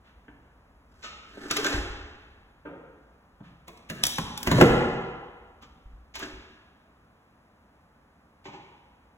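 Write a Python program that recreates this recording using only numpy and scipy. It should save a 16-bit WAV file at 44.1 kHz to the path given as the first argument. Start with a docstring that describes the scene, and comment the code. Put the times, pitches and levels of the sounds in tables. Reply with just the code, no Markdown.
"""Closet doors in an empty apartment.

A door down the hall rubs and clatters. Close by, a lever handle clicks and a louvred (slatted) door
judders free of its frame. Each knock rings a wooden panel; each rub is a stream of tiny slips.
Knocks and footfalls come from other rooms and the hard floor thuds. It all echoes off bare walls,
over the murmur of ventilation."""
import sys
import numpy as np
from scipy import signal
from scipy.fft import rfft, irfft, next_fast_len
from scipy.io import wavfile

SR = 44100
rng = np.random.default_rng(int(sys.argv[2]) if len(sys.argv) > 2 else 0)


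def dump(signal):
    """Clip the signal to [-1, 1] and save it as 16-bit WAV at the path in sys.argv[1]."""
    limited = np.clip(np.atleast_2d(signal).T, -1, 1)
    pcm = np.round(limited * 32767).astype(np.int16)
    wavfile.write(sys.argv[1], SR, pcm)


N = 404397
AGE = np.arange(SR // 2) / SR   # seconds since a contact

# The louvred door bumps its frame. Each row: start in seconds, panel level in dB, panel pitch in Hz,
# clack level in dB, clack pitch in Hz, crack level in dB, echo level in dB.
LOUVRED_KNOCKS = [(3.68, -56, 290, -53.5, 1120, -55, 2), (3.899, -39.5, 290, -42.5, 1250, -41, 0),
                  (4.183, -32, 240.2, -33, 958, -39, -4), (4.472, -27, 310, -35, 999, -32, -2),
                  (4.514, -22.5, 200, -31.5, 950, -32, 0.5), (4.583, -22, 340, -37, 1551, -41, -2),
                  (4.611, -13.5, 450, -16.5, 1400, -27.5, -2), (4.619, -13, 330, -33, 1150, -45.5, -4.5)]
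# The louvred door's modes, the tones it rings at when hit. Each row: pitch in Hz, level in dB.
LOUVRED_MODES = [(128, -5), (173, 2.5), (232, 1), (289, -5.5), (343, 2.5), (390, -0.5), (442, 4.5),
                 (490, -3.5), (583, -0.5), (684, -9), (971, -7.5), (1220, -8.5)]
# The modes of a solid door, also used for the dull thumps. Each row: pitch in Hz, level in dB.
SOLID_MODES = [(135, -6.5), (170, -10), (252, -5), (285, -1), (335, -1), (380, 0.5), (432, 1), (480, -3),
               (560, -7), (790, 2)]
# The crack of a solid door's hard edge. Each row: frequency in Hz, level in dB.
SOLID_EDGE = [(800, -14), (2200, 1), (5000, -4.5), (7300, -8.5), (10000, -37.5), (16000, -34.5)]


def louvred_door():
    """The nearby slatted door bumps against its frame as it works free."""
    # The crack of its edge. Each row: frequency in Hz, level in dB.
    edge = [(800, -26), (2000, 5), (3200, 1), (5000, -7), (7500, -7.5), (10000, -14), (16000, -16)]
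    return knocks(LOUVRED_KNOCKS, LOUVRED_MODES, edge, cycles=13, clack_t60=.028, crack_t60=.03,
                  rise_s=.00091, focus_db=4.5, overtone_db=-4.5, spot_db=11.5)


def panel_hum(blows, hum_db=-3, width_hz=13):
    """The louvred door goes on humming at its modes after each blow."""
    hum = sum(signal.lfilter(*signal.iirpeak(hz, hz / width_hz, fs=SR), blows)
              for hz, _ in LOUVRED_MODES)
    return blows + from_db(hum_db) * hum


def knocks(rows, modes, edge, cycles, clack_t60, crack_t60, rise_s, focus_db, overtone_db, spot_db):
    """Wood hits wood: the panel booms and rattles, its side bars clack, and the hard edge cracks."""
    # The panel's loose joints and its side bars. Each row: frequency in Hz, level in dB.
    joint_spectrum = [(40, -21), (130, -3.5), (300, -3), (560, -2.5), (800, -12), (1800, -26),
                      (4000, -66.5)]
    bar_spectrum = [(250, -28.5), (600, -5.5), (1000, -6), (1600, -7), (2300, -11.5), (3300, -15.5),
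                    (6000, -48)]
    skid_s = .012   # the edge skids just before it knocks
    onset = swell(rise_s)
    paths = np.zeros((2, 2, N))
    for s, panel_db, panel_hz, clack_db, clack_hz, crack_db, room_db in rows:
        # where the blow lands decides which modes answer
        spot = lambda hz: spot_db * bell(hz, panel_hz, .7)
        boom = ring(modes, spot(np.array(modes)[:, 0]), cycles, scatter_db=1.5)
        rattle = unit(noise(joint_spectrum, boost=spot) * fade(.064))
        panel = unit((boom + from_db(-2) * rattle) * onset)
        # a bar's second tone is nearly three times as high as its first
        bar = lambda hz: focus_db * bell(hz, clack_hz, .17) + overtone_db * bell(hz, 2.9 * clack_hz, .35)
        clack = unit(noise(bar_spectrum, boost=bar) * fade(clack_t60) * onset)
        crack = unit(noise(edge) * fade(crack_t60) * onset)
        blow = from_db(panel_db) * panel + from_db(clack_db) * clack + from_db(crack_db) * crack
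        add(paths, s, blow, room_db)
        add(paths, s - skid_s, from_db(crack_db - 6) * skid(edge, skid_s), room_db)
    return paths


def latches(ring_db=-12, snap_db=-9, rise_s=.00054, skid_s=.004, room_db=-4):
    """Bolts and levers skid, snap against their stops and ring briefly."""
    # Each row: start in seconds, level in dB, extra treble around 13 kHz in dB.
    clicks = [(1.511, -23.5, -5.5), (1.568, -26, -1), (1.645, -34.5, -5), (1.666, -30, -6.5),
              (3.681, -48.5, 1), (3.774, -55, -5.5), (3.9, -44.5, 5.5), (4.033, -35.5, -6.5),
              (4.037, -15.5, -5), (4.053, -25.5, -9), (4.067, -21, 3.5), (4.183, -34.5, -1.5),
              (4.376, -31.5, 2.5), (4.430, -30.5, 5.5), (5.623, -61, 9), (6.156, -44, 6),
              (6.192, -45.5, 16)]
    # The noisy snap and the tones of the metal. Each row: frequency in Hz, level in dB.
    snap_spectrum = [(1300, -6), (4000, 0.5), (7000, -5), (10000, -6.5), (16000, -10)]
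    metal_modes = [(3480, -1.5), (5700, 4), (6800, 0.5), (7700, 1), (11080, -5.5), (15300, -9)]
    paths = np.zeros((2, 2, N))
    for s, db, treble_db in clicks:
        hiss = noise(snap_spectrum, boost=lambda hz: treble_db * bell(hz, 13000, .45))
        snap = unit(hiss * fade(.027) * swell(rise_s))
        metal = ring(metal_modes, weight_db=0, cycles=40, scatter_db=4)
        add(paths, s, from_db(db) * (from_db(snap_db) * snap + from_db(ring_db) * metal), room_db)
        add(paths, s - skid_s, from_db(db - 22) * skid(snap_spectrum, skid_s), room_db)
    return paths


def rubbing(room_db=-2):
    """A door edge drags along its frame: the panel groans and the paint scrapes."""
    # Each row: end of a push in seconds, its length in seconds, groan level in dB, scrape level in dB.
    strokes = [(1.02, 0.18, -69.5, -65), (1.37, .15, -51, -62.5), (1.744, 0.37, -36, -38),
               (4.04, .14, -47, -55.5), (4.624, 0.21, -27.5, -43), (6.237, 0.099, -43, -54)]
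    # The groan and the scrape. Each row: frequency in Hz, level in dB.
    groan_spectrum = [(30, -23), (110, -8.5), (230, -1.5), (400, 1.5), (750, -16), (1600, -4),
                      (2600, -14.5), (6000, -22), (16000, -41)]
    scrape_spectrum = [(300, -32), (1000, -1), (1700, 1.5), (2600, -7), (6000, -4.5), (10000, -20),
                       (16000, -27)]
    pressure = np.array([push(end_s, length_s) for end_s, length_s, _, _ in strokes])
    _, _, groan_db, scrape_db = np.transpose(strokes)
    groan = from_db(groan_db) @ pressure * slips(groan_spectrum, per_s=400, t60=.085)
    # the scrape grows with pressure faster than the groan
    scrape = from_db(scrape_db) @ pressure ** 1.6 * slips(scrape_spectrum, per_s=900, t60=.017)
    rub = groan + scrape
    return np.array([rub, rub * from_db(room_db)])


def push(end_s, length_s, grip_s=.061, build_db=11.5, release_db_per_s=198.5):
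    """Pressure on a door takes hold, builds until the door gives, then lets go."""
    t = np.arange(N) / SR - end_s
    grip = np.clip((t + length_s) / grip_s, 0, 1)
    return grip * from_db(np.minimum(build_db * t / length_s, -release_db_per_s * t))


def slips(spectrum, per_s, t60):
    """Many tiny slips come at random moments, each dying away quickly."""
    clicks = (rng.random(N) < per_s / SR) * rng.standard_normal(N)
    rub = signal.oaconvolve(clicks[None], noise(spectrum) * fade(t60), axes=1)[:, :N]
    return rub / rub.std()


def skid(spectrum, length_s):
    """Two parts slide over each other, getting louder until they strike."""
    count = round(length_s * SR)
    return noise(spectrum)[:, :count] * np.linspace(0, np.sqrt(3), count)


def chatter(waver=.067, overtone_db=-13, room_db=-4):
    """A dragging edge sticks and slips, making a short buzz of wavering pitch."""
    # Each row: start in seconds, length in seconds, level in dB, pitch in Hz.
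    buzzes = [(1.577, .036, -28, 438.6), (3.961, .07, -43, 135), (4.539, .075, -20, 127),
              (6.205, .11, -46, 281.2)]
    paths = np.zeros((2, 2, N))
    for s, length_s, db, hz in buzzes:
        wobble = np.interp(AGE, np.linspace(0, AGE[-1], 50), rng.standard_normal(50))
        phase = 2 * np.pi * np.cumsum(hz * (1 + waver * wobble)) / SR
        grip = np.sqrt(np.abs(np.sin(np.pi * np.minimum(AGE / length_s, 1))))
        buzz = np.sin(phase) + from_db(overtone_db) * np.sin(2 * phase)
        add(paths, s, from_db(db) * grip * buzz, room_db)
    return paths


def solid_doors():
    """Four other doors knock, each with its own clack, edge, hardness and amount of echo."""
    # Each door: echo level in dB, boost of the clack's pitch in dB, edge treble in dB, rise in seconds.
    # A long or negative rise makes a knock start softly.
    hall = (-2.5, 14, 0, .002)
    near = (-4.5, 10.5, -1, 0.5)
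    back = (1.5, 17, -7, -0.1)
    side = (4, 16, -0.5, -0.2)
    # Each row: start in seconds, door name, panel level in dB, panel pitch in Hz,
    # clack level in dB, clack pitch in Hz, crack level in dB.
    blows = [(1.033, "side", -60, 444, -47, 1346, -44.5), (1.372, "hall", -44, 294, -58.5, 1547, -70.5),
             (1.451, "hall", -46, 290, -51, 1300, -58), (1.508, "hall", -39, 300, -35.5, 1300, -31.5),
             (1.565, "hall", -41, 350, -37, 1160, -31), (1.644, "hall", -36, 330, -34.5, 1430, -33),
             (1.650, "hall", -35, 360, -41, 1605, -49), (1.661, "hall", -55, 384, -32, 1640, -34),
             (1.726, "hall", -41.5, 395, -42, 1743, -38.5), (5.623, "near", -56, 221, -53.5, 1270, -57.5),
             (6.150, "near", -72, 221, -45, 953, -40), (6.192, "near", -58.5, 250, -45, 1120, -44),
             (6.222, "near", -44, 270, -40, 1680, -43), (8.451, "back", -48.5, 410, -46.5, 892, -52),
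             (8.529, "back", -54, 387, -54, 930, -57)]
    doors = {"hall": hall, "near": near, "back": back, "side": side}
    paths = np.zeros((2, 2, N))
    for door, (room_db, focus_db, treble_db, rise_s) in doors.items():
        rows = [(s, *blow, room_db) for s, name, *blow in blows if name == door]
        edge = [(hz, db + treble_db * bell(hz, 7000, .5)) for hz, db in SOLID_EDGE]
        paths += knocks(rows, SOLID_MODES, edge, cycles=20, clack_t60=.055, crack_t60=.066,
                        rise_s=rise_s, focus_db=focus_db, overtone_db=11, spot_db=13.5)
    return paths


def floor_thuds(t60=.072, rise_s=.01, floor_hz=71.4, lag_s=.0048):
    """Soft, heavy bumps swing the floor for a few slow cycles; so does each louvred door knock."""
    # The soft bumps. Each row: start in seconds, level in dB, pitch in Hz.
    bumps = [(1.743, -29, 71), (1.779, -31.5, 53.4), (1.901, -39, 48.5), (2.041, -48, 52), (4.235, -39, 75),
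             (4.477, -31.5, 66), (4.70, -29, 54), (5.856, -45.5, 50.3), (5.934, -48, 50.5),
             (6.335, -44, 57.4)]
    door_bumps = [(s + lag_s, db - 15, floor_hz) for s, db, *_ in LOUVRED_KNOCKS]
    paths = np.zeros((2, 2, N))
    for s, db, hz in bumps + door_bumps:
        swing = np.sin(2 * np.pi * hz * AGE) * fade(t60) * swell(rise_s)
        add(paths, s, from_db(db) * unit(swing), room_db=-5)
    return paths


def dull_thumps():
    """Dull thumps without a crack: footfalls and, last, the low boom of the back door's knock."""
    # Each row: start in seconds, thump level in dB, thump pitch in Hz, clack level in dB,
    # clack pitch in Hz, echo level in dB, rise in seconds.
    thumps = [(0.280, -52, 225, -56.5, 1750, 0, .002), (2.651, -45.5, 400, -51.5, 1340, 7.5, 0.029),
              (3.403, -46, 175, -62, 796, -2.5, .007), (8.480, -49.5, 129.3, -65, 900, -1.5, 0.013)]
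    no_crack = -np.inf
    paths = np.zeros((2, 2, N))
    for *thump, room_db, rise_s in thumps:
        paths += knocks([(*thump, no_crack, room_db)], SOLID_MODES, SOLID_EDGE, cycles=10,
                        clack_t60=.045, crack_t60=1, rise_s=rise_s,
                        focus_db=7, overtone_db=-7, spot_db=15.5)
    return paths


def scuffs(t60=.13):
    """A sole brushes the floor: a soft rasp that swells and fades."""
    # Each row: start in seconds, level in dB.
    brushes = [(0.035, -66.5), (3.425, -63)]
    # The rasp. Each row: frequency in Hz, level in dB.
    sole_spectrum = [(400, -14.5), (1200, 0.5), (3200, -4), (12000, -37)]
    paths = np.zeros((2, 2, N))
    for s, db in brushes:
        rasp = unit(noise(sole_spectrum) * fade(t60) * swell(t60) ** 2)
        add(paths, s, from_db(db) * rasp, room_db=0)
    return paths


def room_echo(sent, early_db, tail_db, fill_s, early_t60=.12, early_rise_s=.0028):
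    """Sound bounces off the hall walls, then fills the rooms with a long tail whose treble dies first."""
    # Each row: frequency in Hz, seconds to fade by 60 dB, level in dB.
    bands = [(40, 0.97, 1), (120, 1, 1.5), (250, 1, -0.5), (433, 1.25, 0), (640, 1.3, 2), (930, 1.6, 3.5),
             (1570, 1.4, -1), (2780, 1.35, 1), (5370, 0.94, -2), (10500, 0.6, -3), (16000, 0.32, -2)]
    age = np.arange(2 * SR) / SR
    hz = np.fft.rfftfreq(len(age), 1 / SR)
    centres, t60s, levels = np.transpose(bands)
    colour = np.column_stack([centres, levels])
    wash = rfft(noise(colour, len(age)))
    decay = lambda t60: fade(t60, age) / np.linalg.norm(fade(t60, age))   # same energy at any length
    tail = 0
    for share, t60 in zip(np.eye(len(bands)), t60s):
        band = irfft(wash * at_hz(np.column_stack([centres, share]), hz))
        tail = tail + band * decay(t60)
    early = noise(colour, len(age)) * decay(early_t60) * swell(early_rise_s, age)
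    echo = from_db(tail_db) * tail * swell(fill_s, age) + from_db(early_db) * early
    return signal.fftconvolve(sent[:1], echo, axes=1)[:, :N]


def ventilation(level_db=-60.5):
    """Moving air murmurs steadily."""
    # Each row: frequency in Hz, level in dB.
    air_spectrum = [(25, -24), (59, -2), (120, -10.5), (229, -7), (363, -16), (700, -14.5), (1150, -15.5),
                    (1700, -21), (2550, -26.5), (3520, -34.5), (7000, -41), (10500, -42.5), (16000, -48)]
    return from_db(level_db) * noise(air_spectrum, next_fast_len(N, True))[:, :N]


def building_rumble():
    """The building gives a faint, deep rumble that rises, dips and finally drops away."""
    # Each row: time in seconds, level in dB.
    levels = [(0, -61), (2.4, -58), (2.8, -66.5), (6.4, -58), (6.9, -100)]
    # Each row: frequency in Hz, level in dB.
    rumble_spectrum = [(20, -15), (58, 7.5), (100, -6.5), (400, -60.5)]
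    gain = from_db(np.interp(np.arange(N) / SR, *np.transpose(levels)))
    return gain * noise(rumble_spectrum, next_fast_len(N, True))[:, :N]


def ring(modes, weight_db, cycles, scatter_db):
    """A struck object's tones each fade over some number of cycles, with new strengths at every blow."""
    hz, db = np.transpose(modes)
    gains = from_db(db + weight_db + scatter_db * rng.standard_normal(len(hz)))
    signs = (-1) ** np.arange(len(hz))
    tones = np.sin(2 * np.pi * hz[:, None] * AGE) * fade(cycles / hz[:, None])
    return unit((gains * signs) @ tones)


def noise(spectrum, count=len(AGE), boost=np.zeros_like):
    """Stereo noise of level 1, shaped by a spectrum; boost adds dB by frequency."""
    # How alike left and right are. Each row: frequency in Hz, likeness from 0 to 1.
    likeness = [(130, .99), (330, .93), (550, .82), (850, .68), (2300, .6), (3400, .68), (4600, .94)]
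    hz = np.fft.rfftfreq(count, 1 / SR)
    alike = np.clip(at_hz(likeness, hz), 0, .995)
    mid, side = np.exp(2j * np.pi * rng.random((2, len(hz))))
    pair = np.sqrt(1 + alike) * mid + np.sqrt(1 - alike) * side * [[1], [-1]]
    shaped = irfft(pair * from_db(at_hz(spectrum, hz) + boost(hz)), count)
    return shaped / shaped.std()


def add(paths, s, sound, room_db):
    """Put a sound on two stereo paths: straight to the listener, and into the room to echo."""
    at = round(s * SR)
    part = sound[..., :N - at]
    paths[0, :, at:at + part.shape[-1]] += part
    paths[1, :, at:at + part.shape[-1]] += part * from_db(room_db)


def swell(rise_s, age=AGE):
    """Build up from silence."""
    return 1 - np.exp(-age / rise_s)


def fade(t60, age=AGE):
    """Die away by 60 dB every t60 seconds."""
    return np.exp(-np.log(1000) * age / t60)


def unit(blow):
    """Scale a blow so that its first 30 ms have an average (rms) level of 1."""
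    return blow / np.sqrt(np.mean(blow[..., :int(.03 * SR)] ** 2))


def bell(hz, centre_hz, octaves):
    """A hump of height 1 around a frequency."""
    return np.exp(-.5 * (np.log2((hz + 1e-6) / centre_hz) / octaves) ** 2)


def at_hz(points, hz):
    """Read between a table's rows, with octaves evenly spaced."""
    centres, values = np.transpose(points)
    return np.interp(np.log(hz + 1e-6), np.log(centres), values)


def from_db(db):
    """Turn decibels into a gain."""
    return 10 ** (np.asarray(db) / 20)


def scene():
    """Doors, latches, thumps and floor sound with their echoes, over the ventilation and rumble."""
    door, door_sent = louvred_door()
    clicks, clicks_sent = latches()
    rest, rest_sent = solid_doors() + dull_thumps() + scuffs() + floor_thuds() + rubbing() + chatter()
    echoes = (room_echo(panel_hum(door_sent), early_db=-1.5, tail_db=0, fill_s=.039)
              + room_echo(clicks_sent, early_db=-5.5, tail_db=-1.24, fill_s=.0067)
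              + room_echo(rest_sent, early_db=-4, tail_db=-.5, fill_s=.0073))
    return door + clicks + rest + echoes + ventilation() + building_rumble()


def record(dry):
    """Two spaced microphones hear slightly out of step; peaks are rounded and the top treble is cut."""
    # Each row: frequency in Hz, how far the left channel leads in radians.
    left_lead = [(0, 0), (300, .08), (600, .65), (1700, 1.0), (2200, 3.0), (2900, 2.8), (3500, 1.7),
                 (4650, 3.14), (8900, 9.42), (16000, 19.9)]
    ceiling, cutoff_hz = .95, 15900
    size = next_fast_len(N + SR // 10, True)
    lead = np.interp(np.fft.rfftfreq(size, 1 / SR), *np.transpose(left_lead))
    shifted = irfft(rfft(dry, size) * np.exp(.5j * lead * [[1], [-1]]), size)[:, :N]
    rounded = shifted / (1 + (shifted / ceiling) ** 6) ** (1 / 6)
    return signal.sosfilt(signal.ellip(12, .1, 80, cutoff_hz, fs=SR, output="sos"), rounded)


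dry = scene()
out = record(dry)
dump(out)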